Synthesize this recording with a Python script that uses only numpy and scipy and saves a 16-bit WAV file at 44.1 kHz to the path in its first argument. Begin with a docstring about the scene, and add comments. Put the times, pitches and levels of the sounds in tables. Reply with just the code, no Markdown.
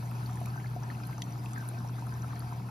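"""A pump hums at twice the mains rate, close over the narrow rear chambers of an aquarium: a wavering sine,
fluttering noise bands and a rumble. Something on it ticks eleven times a second, as short damped knocks.
Water trickles over the baffles: drips and bubbles are damped sines, splashes and hiss are shaped noise.
Two microphone ports hear the water out of step at many pitches."""
import sys
import numpy as np
from scipy import signal
from scipy.fft import rfft, irfft, next_fast_len
from scipy.io import wavfile
from scipy.ndimage import uniform_filter1d, map_coordinates

SR = 44100
rng = np.random.default_rng(int(sys.argv[2]) if len(sys.argv) > 2 else 0)


def transcribe(signal):
    """Save signal, clipped to [-1, 1], as a 16-bit WAV file at the path in sys.argv[1]."""
    frames = np.atleast_2d(signal).T
    limited = np.clip(frames, -1, 1)
    pcm = np.round(limited * 32767).astype(np.int16)
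    wavfile.write(sys.argv[1], SR, pcm)


N = 119070


def amp(db):
    """Amplitude factor of a level in dB."""
    return 10 ** (np.asarray(db) / 20)


def unit(x):
    """x scaled to an RMS of 1 over all its channels."""
    return x / np.sqrt(np.mean(x ** 2) + 1e-20)


def along(points, hz):
    """Interpolate (Hz, value) points on a log frequency axis."""
    f, v = np.transpose(points)
    return np.interp(np.log(hz + 1), np.log(f + 1), v)


def wobble(knots_per_s):
    """A smooth random curve through normally distributed knots."""
    knots = rng.standard_normal(int(N * knots_per_s / SR) + 4)
    return map_coordinates(knots, [np.arange(N) * knots_per_s / SR])


def filtered(x, response):
    """x through a complex response of frequency in Hz."""
    size = next_fast_len(N + SR // 2)
    spectrum = rfft(x, size) * response(np.fft.rfftfreq(size, 1 / SR))
    return irfft(spectrum, size)[..., :N]


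def patchy(patchy_db):
    """Two white noises sharing time-frequency patches of random gain, patchy_db RMS."""
    z = signal.stft(rng.standard_normal((2, N)), nperseg=512)[2]
    field = uniform_filter1d(rng.standard_normal(z.shape[1:]), size=5, axis=0)
    field = uniform_filter1d(field, size=6, axis=1)
    return signal.istft(z * amp(patchy_db * unit(field)), nperseg=512)[1][:, :N]


def random_db(u, spread_db):
    """Exponentially spread levels from uniform draws u, capped at the top."""
    return -spread_db * np.log(1 - .985 * u)


def pings(s, db, hz, t60_s, attack_s, rise, size=2048):
    """Damped sines whose pitch climbs by the share rise over a t60."""
    t = np.arange(size) / SR
    s, db, hz, t60_s = (np.asarray(v, float)[:, None] for v in (s, db, hz, t60_s))
    tone = np.sin(2 * np.pi * hz * (t + rise * t * t / (2 * t60_s)))
    wave = amp(db - 60 * t / t60_s) * (1 - np.exp(-t / attack_s)) * tone
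    at = (s * SR).astype(int) + np.arange(size)
    return np.bincount(at.ravel(), wave.ravel(), N + SR)[:N]


HUM_HZ, HUM_START_RAD, HUM_DRIFT_RAD = 120, 3.75, .08
RUMBLE_DB = -46.5
# Hum level. Each row: time in seconds, RMS level ahead of the ports in dB.
HUM_LEVEL = [(0.0, -38.5), (0.04, -36), (0.3, -36), (0.96, -38.5), (1.07, -37.5), (1.19, -40),
             (1.44, -37.5), (2.65, -37.5), (2.7, -38)]
# Motor rumble through the stand. Each row: frequency in Hz, relative density in dB per Hz.
RUMBLE_SPECTRUM = [(20, -81), (30, -40), (58, -2.5), (68, -13.5), (100, -6.5), (150, -1), (200, -4.5),
                   (300, -9.5), (400, -15), (520, -21), (800, -26.5), (1500, -97)]
# Fluttering motor tones. Each row: centre in Hz, width in Hz (centre to e^-2 amplitude), RMS level in dB.
WHIRR_BANDS = [(80.8, 2.8, -56.5), (136.5, 22, -50), (179.7, 11, -53.5), (219.6, 10.4, -59),
               (298.8, 5.4, -62.5)]


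def pump():
    """Motor vibration: a slightly wavering hum, narrow noise bands that flutter and a broad rumble."""
    t = np.arange(N) / SR
    phase = 2 * np.pi * HUM_HZ * t + HUM_START_RAD + HUM_DRIFT_RAD * wobble(5.6)
    hum_db = np.interp(t, *np.transpose(HUM_LEVEL))
    hum = np.sqrt(2) * amp(hum_db) * np.sin(phase)
    shaped = filtered(patchy(patchy_db=.7), lambda f: amp(along(RUMBLE_SPECTRUM, f)))
    motor = amp(RUMBLE_DB) * unit(shaped)
    for hz, width_hz, db in WHIRR_BANDS:
        noise = rng.standard_normal((2, N))
        band = filtered(noise, lambda f: np.exp(-2 * ((f - hz) / width_hz) ** 2))
        motor = motor + amp(db) * unit(band)
    return motor + hum * [[1], [0]]  # hum only in the shared signal


TICK_SCATTER_DB, TICK_PITCH_SCATTER, TICK_JITTER_S = 2.5, .05, .0005
TICK_PAN_DB = 3.5  # up on the left, down on the right
TICK_ECHO_S, TICK_ECHO_DB = .0068, -3  # off the glass into the right port
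# The ticks. Each row: start in seconds, nominal level in dB ahead of scatter and pan.
TICK_TIMES = [(0.0258, -43), (0.1156, -40.5), (0.2064, -41.5), (0.2947, -40.5), (0.3825, -43),
              (0.4708, -40.5), (0.5581, -40.5), (0.6464, -45.5), (0.7342, -44.5), (0.8235, -42),
              (0.9123, -44), (1.0021, -44.5), (1.0929, -44), (1.1812, -40.5), (1.268, -46), (1.3563, -44),
              (1.4441, -43.5), (1.5349, -45.5), (1.6254, -44.5), (1.7125, -44), (1.8043, -43.5),
              (1.8941, -42), (1.9819, -42.5), (2.0687, -43), (2.1575, -45), (2.2433, -42), (2.3311, -40.5),
              (2.4214, -44), (2.5112, -46), (2.5985, -44), (2.6874, -42.5)]
# Partials of a tick. Each row: nominal pitch in Hz, level over the tick's in dB, t60 in s, delay in s.
TICK_PARTIALS = [(1300, 4, .013, 0), (1100, 1, .012, .0015), (880, 1, .02, .0035), (740, -4, .02, .005)]


def ticking():
    """A nearly regular tick that falls from a higher to a lower knock, nearer the left port."""
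    s, db = np.transpose(TICK_TIMES)
    left = np.zeros(N)
    for hz, level_db, t60_s, delay_s in TICK_PARTIALS:
        db_luck, hz_luck, time_luck = rng.standard_normal((3, len(s)))
        left += pings(s + delay_s + TICK_JITTER_S * time_luck,
                      db + level_db + TICK_SCATTER_DB * db_luck,
                      hz * (1 + TICK_PITCH_SCATTER * hz_luck),
                      np.full(len(s), t60_s), attack_s=.00059, rise=0)
    echo = np.pad(left, (round(TICK_ECHO_S * SR), 0))[:N]
    right = left + amp(TICK_ECHO_DB) * echo
    return np.array([left, right]) * amp([[TICK_PAN_DB], [-TICK_PAN_DB]])


DRIP_HZ, DRIP_SCATTER, DRIP_T60_S = 1530, .015, .03
RING_HZ, RING_DB, RING_T60_S = 1560, -15.5, .12  # level relative to the drip
# Drips that ring the air in one chamber. Each row: start in seconds, knock level in dB.
DRIP_TIMES = [(.540, -33.5), (.552, -38), (0.576, -28.5), (.602, -45), (0.732, -42), (.980, -40),
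              (1.035, -36), (1.076, -38), (1.11, -35), (1.126, -35.5), (1.560, -34), (1.577, -25.5),
              (1.609, -32), (1.624, -43), (1.643, -45), (1.675, -36), (1.701, -41), (1.731, -42),
              (1.757, -40), (1.777, -33.5), (1.826, -48), (1.863, -44), (1.984, -34), (2.122, -31.5),
              (2.170, -39), (2.231, -34), (2.305, -35.5), (2.360, -44), (2.393, -42), (2.469, -40),
              (2.523, -45)]


def drips():
    """Every drip knocks a hollow note out of step at the ports; a thinner note lingers in both alike."""
    s, db = np.transpose(DRIP_TIMES)
    one = np.ones(len(s))
    hz = DRIP_HZ * (1 + DRIP_SCATTER * rng.standard_normal(len(s)))
    knock = pings(s, db, hz, DRIP_T60_S * one, attack_s=.0015, rise=.012)
    ring = pings(s, db + RING_DB, RING_HZ * one, RING_T60_S * one, attack_s=.0074, rise=0, size=6144)
    return ports(walls(knock)) + ring


POP_DB, POP_OCTAVES, POP_SHORTER = -6, .2, 2.5  # level and t60 divisor relative to the bubble
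# The clearest bubbles. Each row: start in seconds, level in dB, starting pitch in Hz, t60 in ms.
BUBBLE_EVENTS = [(0.033, -39, 715, 26), (0.111, -37, 12900, 9.5), (0.112, -46, 2640, 18),
                 (0.147, -38, 965, 20), (0.154, -51, 2540, 25), (0.166, -48, 2540, 25),
                 (0.2606, -29.5, 4430, 6.7), (0.2641, -50, 14210, 10), (0.2651, -38, 11900, 8.9),
                 (0.3085, -43, 7160, 12), (0.3314, -41, 7160, 11), (0.3384, -49, 14130, 10),
                 (0.3559, -39, 8300, 14), (0.3563, -34.5, 9800, 7.8), (0.373, -35.5, 1730, 11),
                 (0.3898, -48, 8480, 10), (0.3998, -47, 8400, 22), (0.404, -36, 11100, 6.4),
                 (0.4133, -44, 7760, 8), (0.415, -35.5, 718, 37), (0.457, -42, 2400, 18),
                 (0.477, -47, 2520, 17), (0.4691, -52, 14660, 8), (0.4856, -41, 7000, 10),
                 (0.5022, -43, 4460, 14), (0.5624, -55, 8200, 14), (0.5679, -41.5, 6050, 11),
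                 (0.6434, -37, 1670, 26), (0.6592, -42, 2120, 22), (0.6694, -45.5, 4500, 20),
                 (0.7635, -35, 717, 66), (0.833, -38.5, 5770, 13.6), (0.837, -42.5, 1670, 30),
                 (0.839, -36.5, 950, 23), (0.8642, -42, 8440, 8), (0.9017, -34.5, 1810, 21.5),
                 (0.9076, -38, 4200, 12), (0.95, -45, 2600, 18), (1.034, -45, 2400, 18),
                 (1.0353, -42, 4940, 15), (1.0515, -41.5, 4180, 21), (1.1092, -42, 11850, 13),
                 (1.1301, -47, 13200, 12), (1.1803, -31, 6070, 6.2), (1.22, -41, 1940, 19),
                 (1.2213, -27.5, 3250, 12.5), (1.2384, -43, 6080, 22), (1.3227, -38, 5860, 10.5),
                 (1.4374, -41, 7170, 11), (1.4595, -33, 2650, 13), (1.5083, -40, 9900, 9.4),
                 (1.5337, -26, 7660, 7.3), (1.562, -44, 1800, 20), (1.6, -41, 1700, 24),
                 (1.619, -43, 11580, 8), (1.6789, -39, 14400, 11), (1.6887, -16.5, 8900, 5.2),
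                 (1.746, -46, 2540, 28), (1.7873, -36, 5620, 8.3), (1.848, -39.5, 720, 39),
                 (1.8754, -40, 5600, 9.4), (1.8872, -35.5, 5600, 7.4), (2.023, -32.5, 940, 23),
                 (2.0665, -35, 9700, 9.6), (2.1397, -37, 5920, 8.6), (2.221, -33.5, 5920, 7.4),
                 (2.325, -42, 1830, 20), (2.36, -41.5, 1765, 22), (2.3638, -42, 4220, 16),
                 (2.4033, -33, 4510, 7.8), (2.5249, -31.5, 973, 28), (2.531, -45, 5960, 11)]


def bubbles():
    """A bubble rings on a slightly rising pitch; two shorter, detuned pings make its rough pop."""
    s, db, hz, t60_ms = np.transpose(BUBBLE_EVENTS)
    t60_s = t60_ms / 1000
    x = pings(s, db, hz, t60_s, attack_s=.001, rise=.012)
    for detune in rng.standard_normal((2, len(s))):
        pop_hz = hz * 2 ** (POP_OCTAVES * detune)
        x += pings(s, db + POP_DB, pop_hz, t60_s / POP_SHORTER, attack_s=.00054, rise=0)
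    return x


# Each row: start in seconds, level in dB (10 above burst RMS), centre in Hz, sigma in octaves, t60 in ms.
SPLASH_EVENTS = [(0.4587, -17.5, 9500, 1.6, 5.6), (0.598, -41, 2100, .3, 47), (0.902, -38, 2200, 0.73, 14),
                 (1.071, -28.5, 11000, 0.44, 11.3), (1.128, -37, 2280, 0.19, 29),
                 (1.2193, -19, 4230, .85, 12.5), (1.556, -40, 1900, 0.33, 42),
                 (1.581, -29.5, 8500, 0.42, 10.5), (1.6785, -35, 12500, .4, 11),
                 (1.873, -37, 13000, .4, 9.4), (2.305, -42, 1900, .3, 45), (2.3552, -32.5, 6500, 0.32, 8.7),
                 (2.394, -23.5, 10700, 0.18, 8), (2.454, -43, 14000, .3, 8)]


def splashes():
    """A splash is a short decaying burst of noise in a bell-shaped band."""
    x = np.zeros(N)
    t, f = np.arange(1024) / SR, np.fft.rfftfreq(1024, 1 / SR)
    for s, db, hz, octaves, t60_ms in SPLASH_EVENTS:
        band = np.exp(-.5 * (np.log2((f + 1) / hz) / octaves) ** 2)
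        burst = unit(irfft(rfft(rng.standard_normal(len(t))) * band))
        envelope = amp(db - 10 - 60000 * t / t60_ms) * (1 - np.exp(-t / .00066))
        x[round(s * SR):][:len(t)] += envelope * burst
    return x


BURBLE_DB, BURBLE_PER_S, BURBLE_SPREAD_DB = -60, 220, 3
BURBLE_LOW_HZ, BURBLE_HIGH_HZ, BURBLE_CYCLES = 650, 2600, 26  # mean cycles per t60


def burble():
    """Larger bubbles scattered through the flow, the lower ones louder by 5 dB an octave."""
    when, pitch, loud, long = rng.random((4, int(BURBLE_PER_S * N / SR)))
    hz = BURBLE_LOW_HZ * (BURBLE_HIGH_HZ / BURBLE_LOW_HZ) ** pitch
    db = random_db(loud, BURBLE_SPREAD_DB) - 5 * np.log2(hz / 1000)
    t60_s = BURBLE_CYCLES * (.5 + long) / hz
    x = pings(when * N / SR, db, hz, t60_s, attack_s=.001, rise=.05)
    return amp(BURBLE_DB) * unit(walls(x))


HISS_DB, FIZZ_DB = -51.5, -58  # RMS ahead of the flow's swing
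FIZZ_PER_S, FIZZ_SPREAD_DB = 1500, 2
FIZZ_LOW_HZ, FIZZ_HIGH_HZ, FIZZ_CYCLES_AT_1KHZ = 606, 15400, 13  # mean cycles per t60
# Running water as the chambers colour it. Each row: frequency in Hz, relative density in dB per Hz.
CHAMBER_COLOUR = [(300, -40), (580, -11), (640, -8), (710, 0), (800, -3), (1050, -3), (1150, -9),
                  (1270, -8), (1310, -2), (1350, -8), (1440, -8), (1550, -3), (1620, -9), (1700, -14),
                  (1900, -17), (2150, -18), (2280, -16), (2450, -18), (2560, -13), (2680, -17), (2900, -20),
                  (3100, -18), (3450, -21), (3800, -20), (4400, -19), (6000, -21), (7300, -24),
                  (8300, -18.5), (8700, -20), (8950, -17.5), (9400, -22), (11000, -23.5), (15400, -26),
                  (16500, -27)]
# Flow, used relative to its mean. Each row: time in seconds, level in dB.
FLOW_LEVEL = [(0.0, -57), (0.52, -56.5), (0.68, -59), (0.9, -58.5), (1.19, -57.5), (1.66, -57.5),
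              (1.92, -59), (2.38, -57.5), (2.7, -59.5)]


def trickle():
    """Hiss and a crowd of tiny bubbles of many sizes, both coloured by the chamber and following the flow."""
    when, pitch, loud, long = rng.random((4, int(FIZZ_PER_S * N / SR)))
    hz = FIZZ_LOW_HZ * (FIZZ_HIGH_HZ / FIZZ_LOW_HZ) ** pitch
    t60_s = FIZZ_CYCLES_AT_1KHZ * (.5 + long) * (hz / 1000) ** .83 / hz
    db = random_db(loud, FIZZ_SPREAD_DB)
    fizz = pings(when * N / SR, db, hz, t60_s, attack_s=.00054, rise=.064, size=768)
    colour = lambda f: amp(along(CHAMBER_COLOUR, f))
    fizz = unit(filtered(walls(fizz), lambda f: colour(f) * (f / 1000) ** .71))
    hiss = unit(filtered(patchy(patchy_db=2.5), colour))
    s, level_db = np.transpose(FLOW_LEVEL)
    flow_db = np.interp(np.arange(N) / SR, s, level_db - level_db.mean())
    flow = amp(flow_db + .83 * wobble(9.14))
    return flow * (amp(HISS_DB) * hiss + amp(FIZZ_DB) * fizz)


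SPRAY_DB, SPRAY_PER_S, SPRAY_SPREAD_DB = -68, 150, 3.5
SPRAY_HZ, SPRAY_OCTAVES, SPRAY_T60_S = 10500, 1.6, .0012  # centre, full range


def spray():
    """Fine droplets burst as broad, very short treble ticks."""
    when, pitch, loud = rng.random((3, int(SPRAY_PER_S * N / SR)))
    hz = SPRAY_HZ * 2 ** (SPRAY_OCTAVES * (pitch - .5))
    db, t60_s = random_db(loud, SPRAY_SPREAD_DB), np.full(len(hz), SPRAY_T60_S)
    x = pings(when * N / SR, db, hz, t60_s, attack_s=.0001, rise=0, size=256)
    return amp(SPRAY_DB) * unit(walls(x))


WALLS_DB, WALLS_T60_S = -12, .035


def walls(x):
    """Two signals: the sound with its short echo in the chamber, and another such echo alone."""
    t = np.arange(SR // 10) / SR
    tails = rng.standard_normal((2, len(t))) * amp(-60 * t / WALLS_T60_S)
    tails = tails / np.linalg.norm(tails[0])
    echo = signal.fftconvolve(x[None], tails, axes=1)[:, :N]
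    return np.array([x + amp(WALLS_DB) * echo[0], echo[1]])


# Each row: frequency in Hz, phase lead of left over right in rad.
PORT_LEAD = [(0, 0), (950, .8), (1290, 1.9), (1450, 2.8), (1620, 3.5), (1720, 6), (1810, 6.3), (2930, 7),
             (4130, 6.3), (4740, 6.8), (5700, 5.1), (6800, 4.7), (7670, 3.2), (8610, 3.1), (9390, 2.6),
             (10200, 1.4), (11100, .2), (12900, 0), (13700, -1.4), (14600, -3), (16000, -3.3)]
# Each row: frequency in Hz, likeness of the ports (0 to 1).
PORT_LIKENESS = [(35, .96), (60, 1), (120, 1), (250, 0.95), (600, 0.73), (1200, 0.22), (1600, 1),
                 (1850, 0.51), (2300, 1), (3000, 0.12), (5000, 0.74), (8500, 1), (12000, 0.51), (15000, 1)]
# Each row: frequency in Hz, left over right in dB.
PORT_TILT = [(60, 0.5), (130, 1), (290, 2.0), (640, 2.5), (1410, 2.5), (3100, 1.5), (6820, 1), (15000, -2)]


def ports(pair):
    """Mix a shared and an unshared signal into two ports that differ in level and phase with frequency."""
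    lead_hz, lead_rad = np.transpose(PORT_LEAD)

    def share(hz):
        turn = np.arccos(np.clip(along(PORT_LIKENESS, hz), 0, 1)) / 2
        return np.array([np.cos(turn), np.sin(turn)])

    def split(hz):  # half of the difference goes to each port
        half = amp(along(PORT_TILT, hz) / 2) * np.exp(.5j * np.interp(hz, lead_hz, lead_rad))
        return np.array([half, 1 / half])

    shared, unshared = filtered(pair, share)
    return filtered(np.array([shared + unshared, shared - unshared]), split)


def scene():
    """Pump and water through the ports, plus drips and ticks that are already in stereo."""
    drops = walls(bubbles() + splashes())
    through_ports = ports(pump() + drops + burble() + trickle() + spray())
    return through_ports + ticking() + drips()


TOP_HZ = 15750


def record(dry):
    """Nothing passes from the band limit up."""
    return filtered(dry, lambda hz: hz < TOP_HZ)


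dry = scene()
out = record(dry)
transcribe(out)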